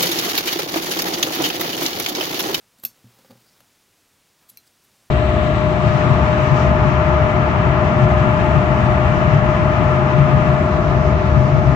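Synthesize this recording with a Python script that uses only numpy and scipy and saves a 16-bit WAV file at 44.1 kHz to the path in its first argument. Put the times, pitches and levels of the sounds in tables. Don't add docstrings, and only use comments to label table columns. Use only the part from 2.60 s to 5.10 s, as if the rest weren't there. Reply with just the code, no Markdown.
import sys
import numpy as np
from scipy import signal
from scipy.fft import rfft, irfft
from scipy.io import wavfile
from scipy.ndimage import uniform_filter1d, map_coordinates

SR = 44100
rng = np.random.default_rng(int(sys.argv[2]) if len(sys.argv) > 2 else 0)


def elevation(decibels):
    levels = np.asarray(decibels, float)
    return 10 ** (levels / 20)


def dump_mix(stems):
    frames = np.atleast_2d(stems).T
    limited = np.clip(frames, -1, 1)
    pcm = np.round(limited * 32767).astype(np.int16)
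    wavfile.write(sys.argv[1], SR, pcm)


N = 110250

# pitch_hz, level_db per Hz
HISS_COLOUR = [(12, -28), (20, -10.5), (53, -10), (88, -2), (239, -4.5), (274, -4.5), (728, -8.5),
               (6220, -12), (15600, -18)]
# pitch_hz, t60_s
ROOM_DECAY = [(200, 0.31), (3000, 0.11), (8000, 0.28), (14000, 0.078)]
# time_s, level_db
QUILT_MOVES = [(0, -82), (.3, -63.5), (.45, -66.5), (.58, -60.5), (.68, -62.5), (.78, -62.5), (.9, -66),
               (.97, -64.5), (1.1, -72), (1.4, -88), (1.75, -73.5), (1.83, -65), (2.0, -72.5), (2.2, -81.5),
               (2.5, -80)]
# pitch_hz, level_db
RUSTLE_COLOUR = [(60, -33), (120, 5), (300, 1.5), (1000, -1), (2500, -5.5), (5000, -6.5), (8000, -14.5),
                 (15000, -7)]
# start_s, boom_db, body_db, knock_db
TABLE_BUMPS = [(0.188, -68, -57.5, -77), (.2385, -47.5, -41.5, -47), (.251, -46.5, -56, -58),
               (0.442, -40, -42.5, -65), (.587, -67, -54.5, -57.5), (.645, -62, -55, -50),
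               (.696, -59, -46.5, -53), (.704, -56.5, -39.5, -44.5), (.722, -52, -67.5, -49.5),
               (.752, -52, -50, -54), (1.006, -62, -59, -61.5), (1.914, -59, -58, -74)]
# pitch_hz, level_db, t60_s
TABLE_BOOM = [(119.2, 0, 0.24)]
# pitch_hz, level_db, t60_s
TABLE_BODY = [(201.2, 0, 0.11), (236, -3.1, 0.15)]
# pitch_hz, level_db, t60_s
TABLE_KNOCK = [(410.4, -7.5, 0.12), (528, 6.5, 0.052), (807, 1.5, 0.048), (1195, -5, 0.051),
               (1453, -9, 0.051)]
# start_s, level_db, t60_s
DRY_TICKS = [(0.1865, -54, 0.0133), (0.2364, -32.5, 0.014), (.587, -51, 0.025), (.646, -54, 0.032),
             (0.708, -43.5, 0.016), (0.715, -47, .02), (1.0043, -47.5, 0.022), (2.067, -59, 0.053)]
# pitch_hz, level_db per Hz
TICK_COLOUR = [(200, -4.5), (500, -1.5), (1200, -3.5), (3000, -6), (5000, -6.5), (9000, -16),
               (15600, -12.5)]
# end_s, rise_s, squeal_hz,
# squeal_db, rasp_db
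BLADE_SLIDES = [(.188, .003, 11800, -59.5, -54), (0.201, .005, 12100, -51.5, -63),
                (0.24, 0.0037, 12140, -35.5, -38), (.235, 0.01, 11900, -52, -72),
                (.24, .004, 15700, -40, -70), (.709, .003, 4560, -54, -70),
                (1.885, 0.083, 1010, -69, -82.5), (.9, .04, 4750, -63, -76), (.945, 0.092, 5320, -69, -80),
                (.201, .004, 7540, -62, -80), (.202, .005, 4200, -60, -80),
                (1.0065, 0.00308, 11720, -55, -60), (1.893, 0.0068, 11840, -59, -59.5),
                (1.9032, 0.0114, 12140, -45, -48.5), (2.08, 0.0153, 4910, -66, -60),
                (2.251, 0.011, 11700, -58.5, -64)]
# pitch_hz, level_db per Hz
RASP_COLOUR = [(800, -24), (2800, -16), (4000, -4), (5600, -14), (7800, -4), (9500, -5), (12000, -7),
               (15000, -11)]
# start_s, pitch_hz, level_db, t60_s
LONE_RINGS = [(.2385, 1120, -43, .025), (.2505, 4545, -39, .13), (1.899, 9980, -48, .075),
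              (1.897, 7030, -50, .03), (1.898, 8100, -51, .025), (1.9, 3950, -58, .05),
              (1.9722, 4110, -46, .06)]
# start_s, ring_db, burst_db, burst_hz, crack_db
BLADE_CLACKS = [
    (.25, -32, -8, 13150, -17.5),
    (1.9723, -53, -29.5, 12900, -35),
]
# pitch_hz, level_db, t60_s
SHUT_MODES = [(2644, -1, 0.027), (3480, -4, 0.025), (4200, -2.5, 0.027), (5500, -6.5, 0.036),
              (6300, -9, 0.077), (7240, -9, .04), (7700, -16, 0.059), (11500, -2, 0.045), (12570, -10, .09),
              (13500, -7.5, .07), (13530, -5, 0.113), (13790, -9, .07), (15300, -5, .06)]
# pitch_hz, level_db, t60_s
AJAR_MODES = [(2327, 0, 0.03), (2700, 2, .03), (4580, -1, 0.034), (5500, 2, .025), (8880, -5, 0.041),
              (11050, 0, .03), (12770, 4, 0.048), (12950, 1, .035), (14140, -4.5, .025)]
# pitch_hz, width_hz, level_db
CRACK_BANDS = [(2430, 630, -19.5), (4200, 800, -25), (5690, 130, -20.5), (6550, 570, -10),
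               (9800, 3400, -10.5), (13440, 890, 1.5), (14500, 230, -21)]
# pitch_hz, level_db per Hz
SHIMMER_COLOUR = [(880, -30.5), (1500, -15.5), (2720, -26), (3880, -15), (4500, -2.5), (4920, -11),
                  (8160, -24.5), (13500, 3), (16000, -27)]

FLOOR_TOP_HZ = 15850


def unit(x):
    return x / np.sqrt(np.mean(x ** 2) + 1e-20)


def along(points, hz):
    pitch_hz, value = np.transpose(points)
    return np.interp(np.log(hz + 1), np.log(pitch_hz + 1), value)


def noise(response, size):
    spectrum = rfft(rng.standard_normal(size))
    return unit(irfft(spectrum * response(np.fft.rfftfreq(size, 1 / SR)), size))


def coloured(points, size):
    return noise(lambda f: elevation(along(points, f)) * (f < FLOOR_TOP_HZ), size)


def wobble(rate_hz, size):
    knots = rng.standard_normal(int(size * rate_hz / SR) + 4)
    return map_coordinates(knots, [np.arange(size) * rate_hz / SR])


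def ring(modes, rise_s, spread, flutter_db=0):
    t = np.arange(SR // 3) / SR
    total = np.zeros(len(t))
    for hz, db, t60_s in modes:
        level_db = db - 60 * t / t60_s + flutter_db * wobble(200, len(t))
        total += elevation(level_db) * np.sin(2 * np.pi * hz * t + spread * rng.normal())
    return (1 - np.exp(-t / rise_s)) * total


def add(track, start_s, x):
    track[round(start_s * SR):][:len(x)] += x


def hiss():
    return elevation(-61.5 + 0.53 * wobble(2.5, N)) * coloured(HISS_COLOUR, N)


def stray(steel):
    floor = elevation(-102 + 7.15 * wobble(18, N))
    with_hits = elevation(-60) * uniform_filter1d(np.abs(steel), size=400)
    return (floor + with_hits) * noise(lambda f: (f > 4320) & (f < 11250), N)


def room(x):
    wall_s = 0.0046
    hz, t, z = signal.stft(rng.standard_normal(SR // 3), SR, nperseg=256)
    fade = elevation(-60 * t / along(ROOM_DECAY, hz)[:, None])
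    tail = signal.istft(z * fade, SR, nperseg=256)[1]
    delayed = np.pad(x, (round(wall_s * SR), 0))
    return signal.fftconvolve(delayed, tail / np.linalg.norm(tail))[:N]


def quilt():
    time_s, db = np.transpose(QUILT_MOVES)
    level_db = np.interp(np.arange(N) / SR, time_s, db)
    level_db = level_db + wobble(30, N) + 2 * wobble(200, N)
    return elevation(level_db) * coloured(RUSTLE_COLOUR, N)


def table():
    out = np.zeros(N + SR)
    for start_s, *levels in TABLE_BUMPS:
        for db, modes in zip(levels, (TABLE_BOOM, TABLE_BODY, TABLE_KNOCK)):
            add(out, start_s, elevation(db) * ring(modes, rise_s=0.0029, spread=0.3))
    low_cut = signal.butter(2, 83.6, "highpass", fs=SR, output="sos")
    return signal.sosfilt(low_cut, out)[:N]


def ticks():
    out, t = np.zeros(N + SR), np.arange(4096) / SR
    for start_s, db, t60_s in DRY_TICKS:
        shape = elevation(db - 60 * t / t60_s) * (1 - np.exp(-t / 0.00046))
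        add(out, start_s, shape * coloured(TICK_COLOUR, len(t)))
    return out


def shears():
    grit_db, stop_db, stop_t60_s, squeal_width_hz = 2.2, -7, 0.035, 330
    out, size = np.zeros(N + SR), 8192
    t = np.arange(size) / SR - size / 2 / SR
    for end_s, rise_s, hz, squeal_db, rasp_db in BLADE_SLIDES:
        swell = np.exp(-(t / rise_s) ** 2)
        shape = np.where(t < 0, swell, elevation(stop_db - 60 * np.abs(t) / stop_t60_s))
        squeal = noise(lambda f: 1 / (1 + ((f - hz) / squeal_width_hz) ** 2) * (f < FLOOR_TOP_HZ), size)
        rasp = coloured(RASP_COLOUR, size)
        grit = elevation(grit_db * wobble(1200, size))
        add(out, end_s + t[0], shape * grit * (elevation(squeal_db) * squeal + elevation(rasp_db) * rasp))
    return out


def lone_rings():
    out = np.zeros(N + SR)
    for start_s, hz, db, t60_s in LONE_RINGS:
        add(out, start_s, ring([(hz, db, t60_s)], rise_s=0.0015, spread=0, flutter_db=1.5))
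    return out


def clacks():
    burst_rise_s, burst_t60_s, beat_hz = 0.001, 0.012, 580
    crack_t60_s, shimmer_t60_s, shimmer_over_ring_db = 0.012, 0.095, 0.5
    out, t = np.zeros(N + SR), np.arange(8192) / SR
    for (start_s, ring_db, burst_db, hz, crack_db), modes in zip(BLADE_CLACKS, (SHUT_MODES, AJAR_MODES)):
        blades = ring(modes, rise_s=0.0002, spread=1.82, flutter_db=2.2)
        add(out, start_s, elevation(ring_db + 4) * blades)

        burst = ring([(hz, 0, burst_t60_s)], burst_rise_s, spread=0)
        burst -= ring([(hz + beat_hz, -8, burst_t60_s)], burst_rise_s, spread=0)
        add(out, start_s, elevation(burst_db) * burst)

        crack = noise(lambda f: sum(elevation(db) / (1 + ((f - c) / w) ** 2) for c, w, db in CRACK_BANDS), len(t))
        crack *= elevation(crack_db - 60 * t / crack_t60_s)
        shimmer = noise(lambda f: elevation(along(SHIMMER_COLOUR, f)), len(t))
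        shimmer *= elevation(ring_db + shimmer_over_ring_db - 60 * t / shimmer_t60_s)
        add(out, start_s, (1 - np.exp(-t / 0.00029)) * (crack + shimmer))
    return out


def scene():
    echo_s, echo_db, room_db = 0.008, -20, -13.5
    steel = (shears() + lone_rings() + clacks() + ticks())[:N]
    steel = steel + elevation(echo_db) * np.roll(steel, round(echo_s * SR))
    centre = steel + elevation(room_db) * room(steel) + table() + quilt() + hiss()
    side = stray(steel)
    return centre + np.array([side, -side])


def roll_off(x):
    return signal.sosfilt(signal.butter(12, 16950, fs=SR, output="sos"), x)


def record(dry):
    top_hz = 16400
    kept = irfft(rfft(dry) * (np.fft.rfftfreq(N, 1 / SR) < top_hz), N)
    return roll_off(kept)


dry = scene()
out = record(dry)
dump_mix(out)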